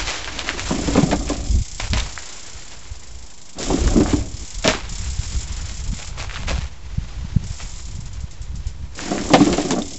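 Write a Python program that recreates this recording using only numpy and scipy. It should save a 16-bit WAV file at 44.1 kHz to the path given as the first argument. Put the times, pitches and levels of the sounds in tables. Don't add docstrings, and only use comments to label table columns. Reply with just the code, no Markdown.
import sys
import numpy as np
from scipy import signal
from scipy.fft import rfft, irfft, next_fast_len
from scipy.io import wavfile
from scipy.ndimage import map_coordinates

SR = 44100
rng = np.random.default_rng(int(sys.argv[2]) if len(sys.argv) > 2 else 0)


def transcribe(signal):
    frames = np.atleast_2d(signal).T
    limited = np.clip(frames, -1, 1)
    pcm = np.round(limited * 32767).astype(np.int16)
    wavfile.write(sys.argv[1], SR, pcm)


N = 440118

# (time [s], drumming level [dB], rattle relative to drumming [dB])
RAMP_RIDES = [
    [(.3, -46, -6), (.69, -34, -4), (.72, -23, -13), (.9, -30, 1.5), (1.02, -18.5, -7.5), (1.2, -29, -5),
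     (1.5, -38, -8.5)],
    [(3.555, -42, -11), (3.59, -29, -0.5), (3.68, -27, -4.5), (3.73, -21.5, -9.5), (3.9, -24.5, -2.5),
     (3.98, -21, -8), (4.16, -35, -0.5), (4.45, -46, -19)],
    [(8.95, -47, 1), (9.13, -22, -8), (9.29, -29, -3.5), (9.36, -17.5, -9), (9.62, -30, -2.5),
     (9.8, -28, -7), (9.97, -46, -5)],
]
# (time [s], peak of the deck part [dB], slat part relative to it [dB])
BOARD_KNOCKS = [(0.706, -11.5, -4), (0.738, -22.5, -3.5), (0.879, -13, -6.5), (0.951, -12, 3.5),
                (0.975, -4, -6.5), (1.028, -5, -10.5), (1.048, -19, -18), (1.112, -18, 6),
                (1.127, -15.5, 5.5), (1.298, -15, -2.5), (1.929, -21, -7), (3.701, -10.5, -2.5),
                (3.739, -12.5, -16), (3.958, -7.5, -15.5), (3.977, -6, -22), (4.005, -5.5, -27),
                (4.13, -8, -14), (4.648, -14, 2), (4.675, -15.5, 8.5), (4.745, -20, -10), (6.504, -23.5, 5),
                (9.112, -14, -3.5), (9.302, -13, -3.5), (9.335, -0.5, 1.5), (9.403, -5, -7),
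                (9.466, -9.5, -9), (9.53, -17, 0), (9.579, -14, 1), (9.645, -16, -17), (9.705, -15.5, 2),
                (9.73, -13.5, -5.5), (9.787, -17, -22)]
# (centre [Hz], width [Hz], relative level [dB])
DECK_MODES = [(166.5, 49, -4.5), (232.5, 42, -3), (284.6, 21, 1), (388.7, 33, -5.5)]
# (centre [Hz], width [Hz], relative level [dB])
SLAT_MODES = [(494, 62, 6.5), (657, 60, 5.5), (781, 69, -0.5), (1027, 143, -1.5), (1530, 1500, -16.5)]

# (time [s], level [dB])
ROLLING_LEVEL = [(0, -26.5), (.33, -34), (.9, -34), (1.2, -52), (1.75, -50.5), (1.91, -41.5), (2.33, -41),
                 (3.55, -55.5), (3.6, -33.5), (3.89, -37), (4.05, -57), (4.6, -44.5), (4.9, -43),
                 (5.7, -41), (5.95, -51), (6.83, -48), (7.1, -44), (7.89, -49.5), (8.94, -51.5),
                 (9.0, -33.5), (9.28, -38), (9.59, -34), (9.97, -58)]
# (frequency [Hz], relative density [dB per Hz])
GRIT_COLOUR = [(180, -35), (300, -0.5), (534, -4), (888, -1), (1150, -2.5), (2260, -2.5), (7270, -7.5),
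               (8000, -15)]
# (time [s], spray level [dB], rise [s], hold [s])
TYRE_SCUFFS = [(0.09, -28.5, 0.028, 0.023), (0.39, -32, 0.016, .01), (0.478, -30.5, 0.029, 0.02),
               (0.582, -33, .03, 0.16), (0.967, -27.5, 0.068, 0.016), (1.287, -29.5, 0.029, 0.011),
               (1.799, -29, 0.003, 0.0077), (1.94, -30, 0.0068, 0.054), (4.091, -31.5, .02, 0.023),
               (4.644, -20.5, 0.0036, 0.011), (4.678, -20.5, .005, 0.015), (4.71, -26, 0.0071, 0.025),
               (6.014, -33.5, 0.07, 0.014), (6.2, -34.5, 0.045, 0.028), (6.326, -36, 0.087, 0.081),
               (6.486, -24, 0.012, 0.013), (6.61, -38, 0.026, 0.014), (7.609, -39.5, 0.04, 0.018),
               (9.337, -27, 0.01, 0.015), (9.403, -29, 0.0082, .02), (9.567, -32.5, 0.017, 0.013)]
# (centre [Hz], width [Hz], relative level [dB])
SPRAY_MODES = [(840, 1080, 1), (2300, 540, -1.5), (3400, 3300, -4), (6900, 1900, -9)]
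SCUFF_RISE_DB, SCUFF_FADE_DB_PER_S = 13.5, 155.5

# (time [s], peak level [dB], centre [Hz])
STONE_SNAPS = [(0.0736, -9.5, 2130), (0.091, -14, 2390), (.245, -13, 3000), (.276, -13.5, 1390),
               (0.392, -7.5, 2600), (0.4908, -4, 1980), (.595, -11, 2170), (1.2914, -6, 7000),
               (1.799, -22, 1310), (1.934, -4.5, 2420), (2.177, -14, 1590), (3.6297, -6, 6870),
               (3.8775, -12.5, 1270), (4.0605, -15, 1000), (4.647, -13, 1980), (4.677, 2.5, 2130),
               (4.69, -9, 2200), (4.7372, -9.5, 1110), (5.696, -19.5, 2730), (6.2024, -18, 2820),
               (6.226, -17, 6000), (6.296, -18.5, 2070), (6.311, -16.5, 1600), (6.343, -18, 2600),
               (6.359, -15, 1740), (6.4794, -18, 1530), (7.6021, -24, 1860), (8.9916, -15.5, 1500),
               (9.1806, -13, 1290), (9.3358, -0.5, 2630), (9.5284, -7, 2880), (9.708, 0.5, 6000)]

# (time [s], ratchet teeth passed so far [count])
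COAST_TEETH = [
    [(.595, 0), (.965, 12), (1.254, 21), (1.44, 26), (1.552, 31), (1.778, 38), (1.869, 41), (2.186, 51),
     (2.565, 62), (2.79, 70), (2.994, 75), (3.529, 89)],
    [(3.585, 0), (3.805, 9), (4.257, 23), (4.503, 32), (4.623, 35)],
    [(4.893, 0), (5.189, 10), (5.429, 21), (5.655, 26), (5.799, 31), (5.915, 34), (6.072, 40)],
    [(7.437, 0), (7.497, 2), (7.823, 17), (7.91, 20), (7.95, 21), (8.056, 23), (8.204, 25), (8.415, 27),
     (8.554, 28), (8.668, 29)],
    [(8.95, 0), (9.289, 13), (9.475, 19), (9.615, 25), (9.853, 32), (9.959, 36)],
]
# (time [s], relative level [dB])
TICK_LEVEL = [(.6, -20), (1, -16), (1.25, -21), (2.25, -21.5), (2.8, -29.5), (3.53, -28.5), (3.58, -17.5),
              (4.15, -17.5), (4.22, -26.5), (4.62, -19), (6.07, -23), (8.55, -28.5), (8.95, -22.5),
              (9.4, -17.5), (9.96, -20.5)]
# (centre [Hz], width [Hz], relative level [dB])
HUB_MODES = [(2120, 230, -11.5), (3320, 1130, -11), (5342, 930, 0.5), (5684, 840, 1), (7270, 990, -2)]

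# (time [s], starting level [dB])
STEEL_PINGS = [(2.003, -16), (9.72, -18.5), (9.8205, -18.5)]
PING_HZ, PING_T60 = 3620, .016

# (time [s], level [dB])
RUMBLE_LEVEL = [(0, -32), (.52, -37.5), (1.01, -22), (1.3, -27), (1.6, -20.5), (1.65, -41.5), (1.9, -30),
                (1.95, -20.5), (2.25, -47), (2.9, -38.5), (3.55, -53), (3.7, -20.5), (4.16, -19.5),
                (4.48, -42), (4.68, -27), (4.91, -33.5), (5.17, -29), (5.95, -26.5), (6.19, -31.5),
                (6.61, -26.5), (6.76, -34.5), (7.39, -27.5), (7.63, -32), (8.92, -31.5), (8.95, -40),
                (9.4, -30.5), (9.97, -33.5)]
# (frequency [Hz], relative density [dB per Hz])
RUMBLE_COLOUR = [(8.8, -33), (15, -7), (38, 4), (60, 4.5), (172, -14.5), (215, -32), (350, -48),
                 (460, -61.5), (770, -120)]
# (time [s], level of the sine before its window [dB], pitch [Hz])
GUST_THUMPS = [(1.49, -12.5, 51.6), (1.56, -13, 54.4), (1.606, -13, 69.6), (2.908, -20, 54.6),
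               (4.138, -8, 79), (4.337, -19, 66.6), (5.187, -11, 71), (5.9, -20, 59.6), (5.928, -14.5, 125),
               (6.583, -14, 95), (6.978, -8.5, 97), (7.245, -16, 113), (7.361, -1.5, 107),
               (7.502, -15, 78.5), (7.986, -17.5, 101), (8.237, -18.5, 95), (8.401, -18.5, 54),
               (8.542, -19, 102), (8.657, -13.5, 49.4)]

# (frequency [Hz], relative density [dB per Hz])
YARD_COLOUR = [(88, -31), (150, 2), (819, -9), (951, -5.5), (1670, -23), (7000, -15), (8000, -17.5)]
# (frequency [Hz], gain [dB])
MIC_RESPONSE = [(20, 1), (7600, 0.5), (8000, -10.5), (8300, -32.5), (8800, -62.5)]
TOP_HZ, OFFSET = 8882, .0199


def ramp():
    drum_gain, rattle_gain = np.zeros(N), np.zeros(N)
    for ride in RAMP_RIDES:
        drum_db, rattle_db = curves(ride)
        riding = curves([(ride[0][0], 1), (ride[-1][0], 1)], left=0, right=0)[0]
        drum_gain += riding * amp(drum_db)
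        rattle_gain += riding * amp(drum_db + rattle_db)
    deck, slats = np.zeros(N), np.zeros(N)
    for size in (.88, 1.0, 1.13):
        chatter = amp(4 * wobble(14)) * grains(150, 3, smooth=0.25)
        deck += filtered(chatter, board(DECK_MODES, size))
        slats += filtered(amp(2.5 * wobble(22)) * chatter, board(SLAT_MODES, size))
    track = drum_gain * unit(deck) + rattle_gain * unit(slats)
    for s, db, bright_db in BOARD_KNOCKS:
        size = np.exp(rng.normal(0, 0.058))
        blow = burst(0.13, 0.0019)
        blow[:24] += 0.8
        clack = burst(0.088, 0.0003)
        boom = peak(filtered(blow, board(DECK_MODES, size)))
        snap = peak(filtered(clack, board(SLAT_MODES, size)))
        add(track, s, amp(db) * (boom + amp(bright_db) * snap))
    return track


def board(table, size):
    uneven = [(hz, width, db + rng.normal(0, 3.8)) for hz, width, db in table]
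    return lambda f: modes(uneven)(f * size)


def tyres():
    clumps_db = 1.3 * wobble(30) + 1.5 * wobble(80)
    crunch = unit(filtered(grains(1200, 4.4, smooth=0.82), colour(GRIT_COLOUR)))
    spray = unit(sum(filtered(grains(350, 3.5, smooth=0.4), modes([stone])) for stone in SPRAY_MODES))
    t, scuffing = np.arange(N) / SR, np.zeros(N)
    for s, db, rise, hold in TYRE_SCUFFS:
        before_db = SCUFF_RISE_DB * (s - t) / rise
        after_db = SCUFF_FADE_DB_PER_S * (t - s - hold)
        below_db = np.maximum(np.maximum(before_db, after_db), 0)
        scuffing = np.hypot(scuffing, amp(db - below_db))
    rolling = amp(curves(ROLLING_LEVEL)[0])
    return amp(clumps_db) * (rolling * crunch + scuffing * spray)


def stones():
    track = np.zeros(N)
    for s, db, hz in STONE_SNAPS:
        crack = burst(0.003, .0001)
        scatter = amp(-10) * burst(0.065, 0.015)
        stone = modes([(hz, 1.4 * hz, 0)])
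        snap = filtered(crack + scatter, lambda f: stone(f) ** 2)
        add(track, s, amp(db) * peak(snap))
    return track


def freewheel():
    track = np.zeros(N)
    for coast in COAST_TEETH:
        s, teeth = np.transpose(coast)
        for when in np.interp(np.arange(teeth[-1] + 1), teeth, s):
            tick_db = np.interp(when, *np.transpose(TICK_LEVEL)) + rng.normal(0, 1.0)
            jangle = burst(0.16, 0.00047) + amp(-9.5) * burst(0.19, 0.0056)
            add(track, when, amp(tick_db) * jangle)
    return filtered(track, modes(HUB_MODES))


def pings():
    track, t = np.zeros(N), np.arange(SR // 8) / SR
    for s, db in STEEL_PINGS:
        add(track, s, amp(db - 60 * t / PING_T60) * np.sin(2 * np.pi * PING_HZ * t))
    return track


def walls(x):
    tail = burst(0.19, 0.0055)
    return signal.fftconvolve(x, tail / np.linalg.norm(tail))[:N]


def low_rumble():
    rumble_db = curves(RUMBLE_LEVEL)[0]
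    lumps = amp(4.4 * np.tanh(wobble(9.7)) + 3.9 * np.tanh(wobble(25) / 1.1))
    rumble = filtered(rng.standard_normal(N), colour(RUMBLE_COLOUR))
    flutter = filtered(rng.standard_normal(N), lambda hz: modes([(190, 130, 0)])(hz) ** 2)
    track = amp(rumble_db) * unit(lumps * rumble)
    track += amp(1.535 * rumble_db - 5.0) * unit(lumps ** 2 * flutter)
    t = np.arange(SR // 5) / SR
    for s, db, hz in GUST_THUMPS:
        turns = hz * t
        swell = np.sin(np.pi * np.clip(turns / 1.205, 0, 1)) ** 2
        add(track, s, amp(db) * np.sin(2 * np.pi * turns) * swell)
    return track


def yard():
    rustle = unit(filtered(rng.standard_normal(N), colour(YARD_COLOUR)))
    return amp(-51 + .8 * wobble(4.2)) * rustle


def amp(db):
    return 10 ** (np.asarray(db) / 20)


def unit(x):
    return x / np.sqrt(np.mean(x ** 2) + 1e-20)


def peak(x):
    return x / np.abs(x).max()


def colour(points):
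    f, db = np.transpose(points)
    return lambda hz: amp(np.interp(np.log(hz + 1), np.log(f + 1), db))


def curves(rows, **outside):
    s, *cols = np.transpose(rows)
    return [np.interp(np.arange(N) / SR, s, c, **outside) for c in cols]


def wobble(rate):
    knots = rng.standard_normal(int(N * rate / SR) + 4)
    return map_coordinates(knots, [np.arange(N) * rate / SR])


def filtered(x, response):
    m = next_fast_len(len(x) + 8192)
    return irfft(rfft(x, m) * response(np.fft.rfftfreq(m, 1 / SR)), m)[:len(x)]


def modes(table):
    def response(f):
        total = 0
        for k, (centre, width, db) in enumerate(table):
            damping = 1j * f * width
            total = total + (-1) ** k * amp(db) * damping / (centre ** 2 - f ** 2 + damping)
        return total
    return response


def grains(per_s, spread_db, smooth):
    size = amp(spread_db * np.minimum(rng.exponential(size=N), 2))
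    hits = (rng.random(N) < per_s / SR) * rng.standard_normal(N) * size
    return np.sqrt(smooth) * rng.standard_normal(N) + np.sqrt(1 - smooth) * unit(hits)


def burst(t60, attack):
    t = np.arange(SR // 4) / SR
    return rng.standard_normal(len(t)) * amp(-60 * t / t60) * (1 - np.exp(-t / attack))


def add(track, s, sound):
    part = track[round(s * SR):][:len(sound)]
    part += sound[:len(part)]


def scene():
    hits = ramp() + stones() + pings()
    bicycle = hits + amp(-16.0) * walls(hits) + tyres() + freewheel()
    return (bicycle + low_rumble() + yard())[None]


def record(dry):
    clipped = dry[0] / (1 + np.abs(dry[0] / .84) ** 6) ** (1 / 6)
    mic = colour(MIC_RESPONSE)
    return filtered(clipped, lambda hz: mic(hz) * (hz < TOP_HZ))[None] + OFFSET


dry = scene()
out = record(dry)
transcribe(out)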